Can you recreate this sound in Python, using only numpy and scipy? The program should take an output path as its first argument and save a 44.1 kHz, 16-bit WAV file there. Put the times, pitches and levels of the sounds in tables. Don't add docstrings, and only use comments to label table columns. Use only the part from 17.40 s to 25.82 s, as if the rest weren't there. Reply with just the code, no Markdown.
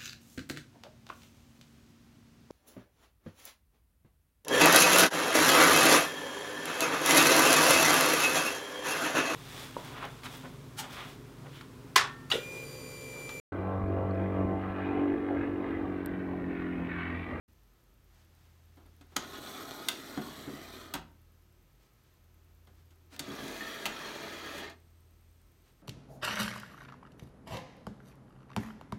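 import sys
import numpy as np
from scipy import signal
from scipy.fft import rfft, irfft, next_fast_len
from scipy.io import wavfile
from scipy.ndimage import uniform_filter1d, map_coordinates

SR = 44100
rng = np.random.default_rng(int(sys.argv[2]) if len(sys.argv) > 2 else 0)


def output_pcm(signal):
    pcm = np.clip(np.atleast_2d(signal).T, -1, 1) * 32767
    wavfile.write(sys.argv[1], SR, np.round(pcm).astype(np.int16))


N = 371322

def amp(db):
    return 10 ** (np.asarray(db) / 20)

def unit(x):
    return x / np.sqrt(np.mean(x ** 2) + 1e-20)

def clock():
    return np.arange(N) / SR

def along(points, hz):
    freqs, values = np.transpose(points)
    return np.interp(np.log(hz + 1), np.log(freqs + 1), values)

def wobble(rate):
    return map_coordinates(rng.standard_normal(int(N * rate / SR) + 4), [clock() * rate])

def filtered(x, response):
    size = x.shape[-1]
    padded = next_fast_len(size + 8192)
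    return irfft(rfft(x, padded) * response(np.fft.rfftfreq(padded, 1 / SR)), padded)[..., :size]

def noise(response):
    return unit(filtered(rng.standard_normal(N), response))

def band(hz, lo, hi):
    return 1 / np.sqrt((1 + (lo / (hz + 1)) ** 8) * (1 + (hz / hi) ** 8))

def body(hz, colour, modes):
    lift_db = sum(db / (1 + (2 * (hz - centre) / width) ** 2) for centre, width, db in modes)
    return amp(along(colour, hz) + lift_db)

# frequency in Hz, reverberation time in seconds.
ROOM_T60 = [(100, 0.72), (400, 0.44), (1500, 0.35), (5000, 0.26), (14000, 0.13)]

def room(x):
    hz, t, spectrum = signal.stft(rng.standard_normal(SR // 2), SR, nperseg=256)
    tail = signal.istft(spectrum * amp(-60 * t / along(ROOM_T60, hz)[:, None]), SR, nperseg=256)[1]
    tail *= 1 - np.exp(-np.arange(len(tail)) / SR / 0.0034)
    return signal.fftconvolve(x, tail / np.linalg.norm(tail))[:N]

# frequency in Hz, relative level in dB.
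AIR_COLOUR = [(100, -7.5), (140, -13.5), (180, -19.5), (250, -22), (340, -29), (430, -25.5), (734, -30),
              (2050, -33.5), (4870, -38.5), (8360, -42), (10400, -45), (13200, -40.5), (16000, -46.5)]
# centre in Hz, width in Hz, lift in dB.
AIR_MODES = [(321.3, 110, 3.5), (1243, 96, 1), (6160, 300, 3.5), (13100, 2400, 4.5)]

def ventilation(air_db=-69, rumble_hz=47, rumble_db=-67):
    air = noise(lambda hz: body(hz, AIR_COLOUR, AIR_MODES) * band(hz, 125.6, 20000))
    duct = noise(lambda hz: np.exp(-((hz - rumble_hz) / 9) ** 2) + 0.22 * band(hz, 45, 85) * (hz > 33))
    return amp(air_db + 0.13 * wobble(2.92)) * air + amp(rumble_db) * duct

def fan_hum(fan_hz=83.085, beat_hz=0.5, in_step_s=1.44, fan_db=-67, mains_hz=120, mains_db=-76):
    fans = sum(np.sin(2 * np.pi * hz * (clock() - in_step_s) + 0.08 * wobble(4.8))
               for hz in (fan_hz - beat_hz / 2, fan_hz + beat_hz / 2))
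    mains = np.sin(2 * np.pi * mains_hz * clock() + 0.33 * wobble(2))
    return np.sqrt(2) * (amp(fan_db) * fans + amp(mains_db) * mains)

# frequency in Hz, level in dB.
FAN_TONES = [(345, -77), (1045, -90), (1285, -86)]

def fan_tones():
    return sum(amp(db + 2.5 * wobble(5)) * np.sin(2 * np.pi * hz * clock() + 2.9 * wobble(35))
               for hz, db in FAN_TONES)

def interference(first_s=0.0295, period_s=0.1024, level_db=-63, t60=0.0082):
    since = (clock() - first_s) % period_s
    return amp(level_db - 60 * since / t60) * noise(lambda hz: band(hz, 11300, 15500))

def whine(start_s=7.1, swell_s=0.15, centre_hz=8290, width_hz=160, level_db=-87):
    whistle = noise(lambda hz: np.exp(-((hz - centre_hz) / width_hz) ** 2))
    return amp(level_db) * whistle * np.clip((clock() - start_s) / swell_s, 0, 1)

# centre in seconds, level in dB, half length in seconds.
SLEEVE_BRUSHES = [(0.778, -71, 0.079), (1.018, -76, 0.11), (1.486, -76.5, 0.6), (1.735, -73, 0.035),
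                  (4.434, -72.5, .05), (4.673, -77, 0.12), (5.393, -73, .04), (5.743, -55.5, 0.027),
                  (8.284, -70.5, 0.036)]

def sleeve():
    swell = sum(amp(db) * np.exp(-((clock() - s) / half) ** 2) for s, db, half in SLEEVE_BRUSHES)
    cloth = [(100, -34), (350, 0.5), (1500, 0.5), (5000, -4.0), (9000, -11.5), (15000, -18.5)]  # Hz, dB
    return swell * noise(lambda hz: amp(along(cloth, hz)))

def rings(rows, rise_s, t60):
    out, t = np.zeros(N + SR), np.arange(SR // 2) / SR
    for start, hz, db in rows:
        envelope = amp(db - 60 * t / t60) * (1 - np.exp(-t / rise_s))
        out[round(start * SR):][:len(t)] += envelope * np.sin(2 * np.pi * hz * t)
    return out[:N]

# start in seconds, frequency in Hz, level in dB.
FRAME_MODES = [(3.545, 53.6, -50), (3.545, 164.4, -44.5)]

def frame_boom():
    return rings(FRAME_MODES, rise_s=0.0094, t60=0.38)

# start in seconds, frequency in Hz, level in dB.
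CORD_CHIRPS = [(5.901, 3330, -42), (5.986, 1750, -42), (6.208, 1810, -32.5)]

def cord_chirps():
    return rings(CORD_CHIRPS, rise_s=0.001, t60=0.075)

# frequency in Hz, relative level in dB.
BLOW_COLOUR = [(40, -16), (130, -4), (300, -2.5), (1000, 8), (4000, -5.5), (7000, -12.5), (15500, -18.5)]
# centre in Hz, width in Hz, lift in dB.
RAIL_MODES = [(277.4, 120, 8.5), (734, 260, 8), (1350, 200, 5.5), (1573, 110, 5.5), (2060, 270, 9),
              (2555, 100, 4), (3390, 990, 11.5), (4490, 120, 9.5), (5100, 160, 1), (6675, 700, 6),
              (8140, 300, 7), (13000, 1500, 6)]
# frequency in Hz, relative level in dB, multiple of bending_t60.
BENDING_MODES = [(148.3, -11, 1.3), (231, -10, 0.67), (278.2, -0.5, 0.57), (365, -9.5, 0.83)]

def blow(contact, tilt_db, t60, ping_hz, bending_t60=0.085):
    t = np.arange(SR // 2) / SR
    *band_db, ping_db = contact
    octaves = np.log2(np.array([300, 1000, 3500, 8000, 10000]) / 1000)
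    thud_db, clack_db, snap_db, crack_db, sizzle_db = np.array(band_db) + tilt_db * octaves
    envelope = lambda rise, life: (1 - np.exp(-t / rise)) * amp(-60 * t / life)
    mode = lambda hz, rise, life: np.sin(2 * np.pi * hz * t) * envelope(rise, life)
    bend = sum(amp(db) * mode(hz, 0.0028, share * bending_t60) for hz, db, share in BENDING_MODES)
    ping_t60 = 0.041 * np.sqrt(1300 / ping_hz)
    sound = amp(thud_db) * bend + amp(ping_db) * mode(ping_hz, 0.00017, ping_t60)
    rattle = [(130, 420, thud_db - 9, 0.0035, 2.0 * t60),
              (514, 1810, clack_db, 0.0016, 1.98 * t60),
              (2305, 12000, snap_db, 0.00069, t60),
              (4970, 13000, crack_db, 0.0005, 0.86 * t60),
              (9700, 25000, sizzle_db, 0.00052, 0.45 * t60),
              (2400, 9000, snap_db - 1, 0.00031, 0.0082)]
    for low_hz, high_hz, db, rise_s, band_t60 in rattle:
        response = lambda hz: body(hz, BLOW_COLOUR, RAIL_MODES) * band(hz, low_hz, high_hz)
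        ring = filtered(rng.standard_normal(len(t)), response)
        fade = envelope(rise_s, band_t60)
        sound += amp(db) * unit(ring * fade) * np.sqrt(np.mean(fade ** 2))
    return sound

def strikes(contact, rows):
    out = np.zeros(N + SR)
    for start, db, tilt_db, t60, ping_hz in rows:
        sound = amp(db) * blow(contact, tilt_db, t60, ping_hz)
        out[round(start * SR):][:len(sound)] += sound
    return out[:N]

# start in seconds, end in seconds, level in dB.
JUDDERS = [(5.879, 5.92, -51.5), (5.993, 6.13, -55.5)]

def judder(contact, spacing_s=0.03, scatter_s=0.004, spread_db=1.2, tilt_db=-5, t60=0.062, ping_hz=1100):
    bumps = [(rng.normal(s, scatter_s), rng.normal(db, spread_db), tilt_db, t60, ping_hz)
             for start, end, db in JUDDERS for s in np.arange(start, end, spacing_s)]
    return strikes(contact, bumps)

CLUTCH_CONTACT = (0.5, -1.1, 4, 6, -1.5, -1)
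TASSEL_CONTACT = (-8, -1.5, 9.5, 3, 8, 3.5)
FINGER_CONTACT = (10, -0.6, -3.5, -7, -17, -4)
FRAME_CONTACT = (10, -0.2, -9, -19.5, -17.5, -0.5)
# start in seconds, level in dB, tilt in dB per octave, t60 in seconds, ping in Hz.
CLUTCH_CLICKS = [(1.7616, -41, -3, .035, 1270), (1.7646, -29, 0, 0.027, 1292),
                 (5.7633, -51.5, .5, .016, 1760), (5.793, -44.5, 2.27, 0.048, 6300),
                 (6.08, -54, 2.5, .025, 1760), (6.208, -46, -5, .02, 1750), (7.179, -44, -2.5, 0.035, 3440),
                 (7.297, -54, -2, 0.057, 4300)]
TASSEL_HITS = [(2.4853, -32.5, 1, 0.031, 3480), (6.4554, -31, -1.5, 0.022, 2720),
               (6.4605, -34.5, -2.5, 0.052, 898)]
CORD_TOUCHES = [(1.37, -62.5, -1.5, 0.13, 700), (1.456, -67.5, -0.7, 0.12, 1250),
                (1.61, -58.5, 1.2, .06, 3870), (5.271, -62, 0.2, 0.079, 1260),
                (5.506, -71.5, 3.5, .09, 3280), (5.725, -62, -1.5, .14, 400), (1.72, -64.5, -1.5, .14, 600)]
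RAIL_KNOCKS = [(2.7749, -36, -1.5, 0.045, 733), (2.794, -44, -1, 0.021, 720),
               (3.077, -47.5, -5, 0.073, 606), (3.134, -56.5, -6.5, 0.043, 700),
               (3.5384, -34, 6.5, 0.041, 1600), (3.552, -38, 3.5, 0.065, 907),
               (5.799, -49.5, -4, 0.034, 394)]

def impacts():
    return (judder(FRAME_CONTACT)
            + strikes(CLUTCH_CONTACT, CLUTCH_CLICKS)
            + strikes(TASSEL_CONTACT, TASSEL_HITS)
            + strikes(FINGER_CONTACT, CORD_TOUCHES)
            + strikes(FRAME_CONTACT, RAIL_KNOCKS))

def slips(per_second=830, spread_db=4.5):
    chance, size, push = rng.random(N), rng.standard_normal(N), rng.standard_normal(N)
    return unit((chance < per_second / SR) * amp(spread_db * size) * np.sign(push))

def flicker(x, depth_db, band_hz, window, bins, frames):
    hz, _, spectrum = signal.stft(x, SR, nperseg=window)
    field = uniform_filter1d(rng.standard_normal(spectrum.shape), size=bins, axis=0)
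    field = unit(uniform_filter1d(field, size=frames, axis=1))
    gain = amp(depth_db * field * band(hz, *band_hz)[:, None])
    return signal.istft(spectrum * gain, nperseg=window)[1][:N]

def friction(grain_db, shimmer_db, speckle_db):
    rub = rng.standard_normal(N) + amp(grain_db) * slips()
    rub = flicker(rub, shimmer_db, band_hz=(760, 9000), window=1024, bins=2, frames=16)
    return flicker(rub, speckle_db, band_hz=(3000, 20000), window=128, bins=3, frames=3)

def speed(glide, lag_s=0, lead_s=0):
    start, run_up, stop, braking, slowing_db = glide
    since = np.maximum(clock() - start - lag_s, 0)
    brake = np.clip((stop - lead_s - clock()) / braking, 0, 1)
    return (1 - np.exp(-since / run_up)) * amp(-slowing_db * since) * brake

def spool_swell(turns):
    deepest, period, depth_db, settling = turns
    since = clock() - deepest
    return depth_db * np.cos(2 * np.pi * since / period) * np.exp(-np.abs(since) / settling)

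def descent(rub, glide, turns, rustles, colour, spool, rasp_db, drone_db, hiss_db, flutter_db):
    part = lambda lo, hi: unit(filtered(rub, lambda hz: body(hz, colour, spool) * band(hz, lo, hi)))
    cord_speed = speed(glide)
    pleat_speed = speed(glide, lag_s=0.031, lead_s=0.054)
    rustle_db = sum(db * np.exp(-((clock() - s) / half) ** 2) for s, half, db in rustles)
    drone = cord_speed ** 0.65 * amp(drone_db + 0.7 * wobble(25)) * part(125, 815)
    rasp = cord_speed * amp(rasp_db + spool_swell(turns)) * part(816, 6600)
    hiss = pleat_speed * amp(hiss_db + rustle_db + 0.87 * wobble(45)) * part(6900, 20000)
    return (drone + rasp + hiss) * amp(flutter_db * wobble(70))

BOTTOM_GLIDE = (1.755, 0.12, 3.63, 0.187, 3.8)
TOP_GLIDE = (5.76, 0.15, 7.355, 0.11, 0.71)
BOTTOM_TURNS = (1.95, .12, 4.5, 0.45)
TOP_TURNS = (6.08, 0.2, .4, 1.2)
# centre in seconds, half length in seconds, lift in dB.
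BOTTOM_RUSTLES = [(2.17, 0.15, 0.5)]
TOP_RUSTLES = [(6.1, 0.32, 4.8), (7.17, .07, 2.1)]
# frequency in Hz, relative level in dB.
BOTTOM_COLOUR = [(53, -33), (90, 3), (192, -6.5), (266, 5), (376, 0.5), (521, -8.5), (721, -7.5),
                 (956, -11.5), (1270, -7.5), (1640, -8), (2710, -12.5), (3360, -12.5), (10400, -28),
                 (12600, -18.5), (16000, -29.5)]
TOP_COLOUR = [(53, -37), (90, -4.5), (360, 1.5), (521, -4.5), (661, -5), (977, -8.5), (1160, -9.5),
              (1790, -4.5), (2230, -9), (3290, -9.5), (5300, -17.5), (6720, -19), (7660, -23),
              (13500, -23.5), (16000, -23.5)]
# centre in Hz, width in Hz, lift in dB.
BOTTOM_SPOOL = [(284, 83, -3.5), (398, 23, 3.5), (669, 190, 4.5), (1047, 78, 5.5), (1250, 180, 8),
                (1447, 66, 6.5), (1950, 570, 7), (2475, 100, 5), (3340, 550, 7), (4085, 960, 10),
                (5730, 400, 7.5), (6530, 240, 4.5), (8160, 630, 5.5), (9500, 300, 5.5), (12630, 520, 0.5)]
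TOP_SPOOL = [(342, 150, 2.4), (428, 42, 5.2), (580, 25, 6.9), (665, 34, 7.2), (1180, 95, 8.8),
             (1344, 110, 4.8), (1650, 49, 8.8), (1814, 52, 4.6), (2070, 210, 4.1), (2440, 130, 4.2),
             (3324, 230, 6.5), (3900, 180, 3.8), (4300, 550, 5), (5880, 260, 6), (6700, 240, 5.2),
             (11700, 900, 4.4)]

def lowering():
    rub = friction(grain_db=-5, shimmer_db=3, speckle_db=2)
    bottom = descent(rub, BOTTOM_GLIDE, BOTTOM_TURNS, BOTTOM_RUSTLES, BOTTOM_COLOUR, BOTTOM_SPOOL,
                     rasp_db=-49, drone_db=-48.5, hiss_db=-54.5, flutter_db=0.8)
    rub = friction(grain_db=-7, shimmer_db=2.5, speckle_db=1.6)
    top = descent(rub, TOP_GLIDE, TOP_TURNS, TOP_RUSTLES, TOP_COLOUR, TOP_SPOOL,
                  rasp_db=-45, drone_db=-49, hiss_db=-59.5, flutter_db=0.4)
    return bottom + top

def scene():
    hits = impacts() + cord_chirps() + frame_boom()
    sliding = lowering()
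    shade = hits + sliding + room(amp(-9) * hits + amp(-15) * sliding)
    return (shade + sleeve() + ventilation() + fan_hum() + fan_tones() + whine() + interference())[None]

def record(dry, open_s=0.078, fade_s=0.008, cutoff_hz=15900):
    gate = np.clip((clock() - open_s) / fade_s, 0, 1)
    return filtered(dry * gate, lambda hz: hz < cutoff_hz)

dry = scene()
out = record(dry)
output_pcm(out)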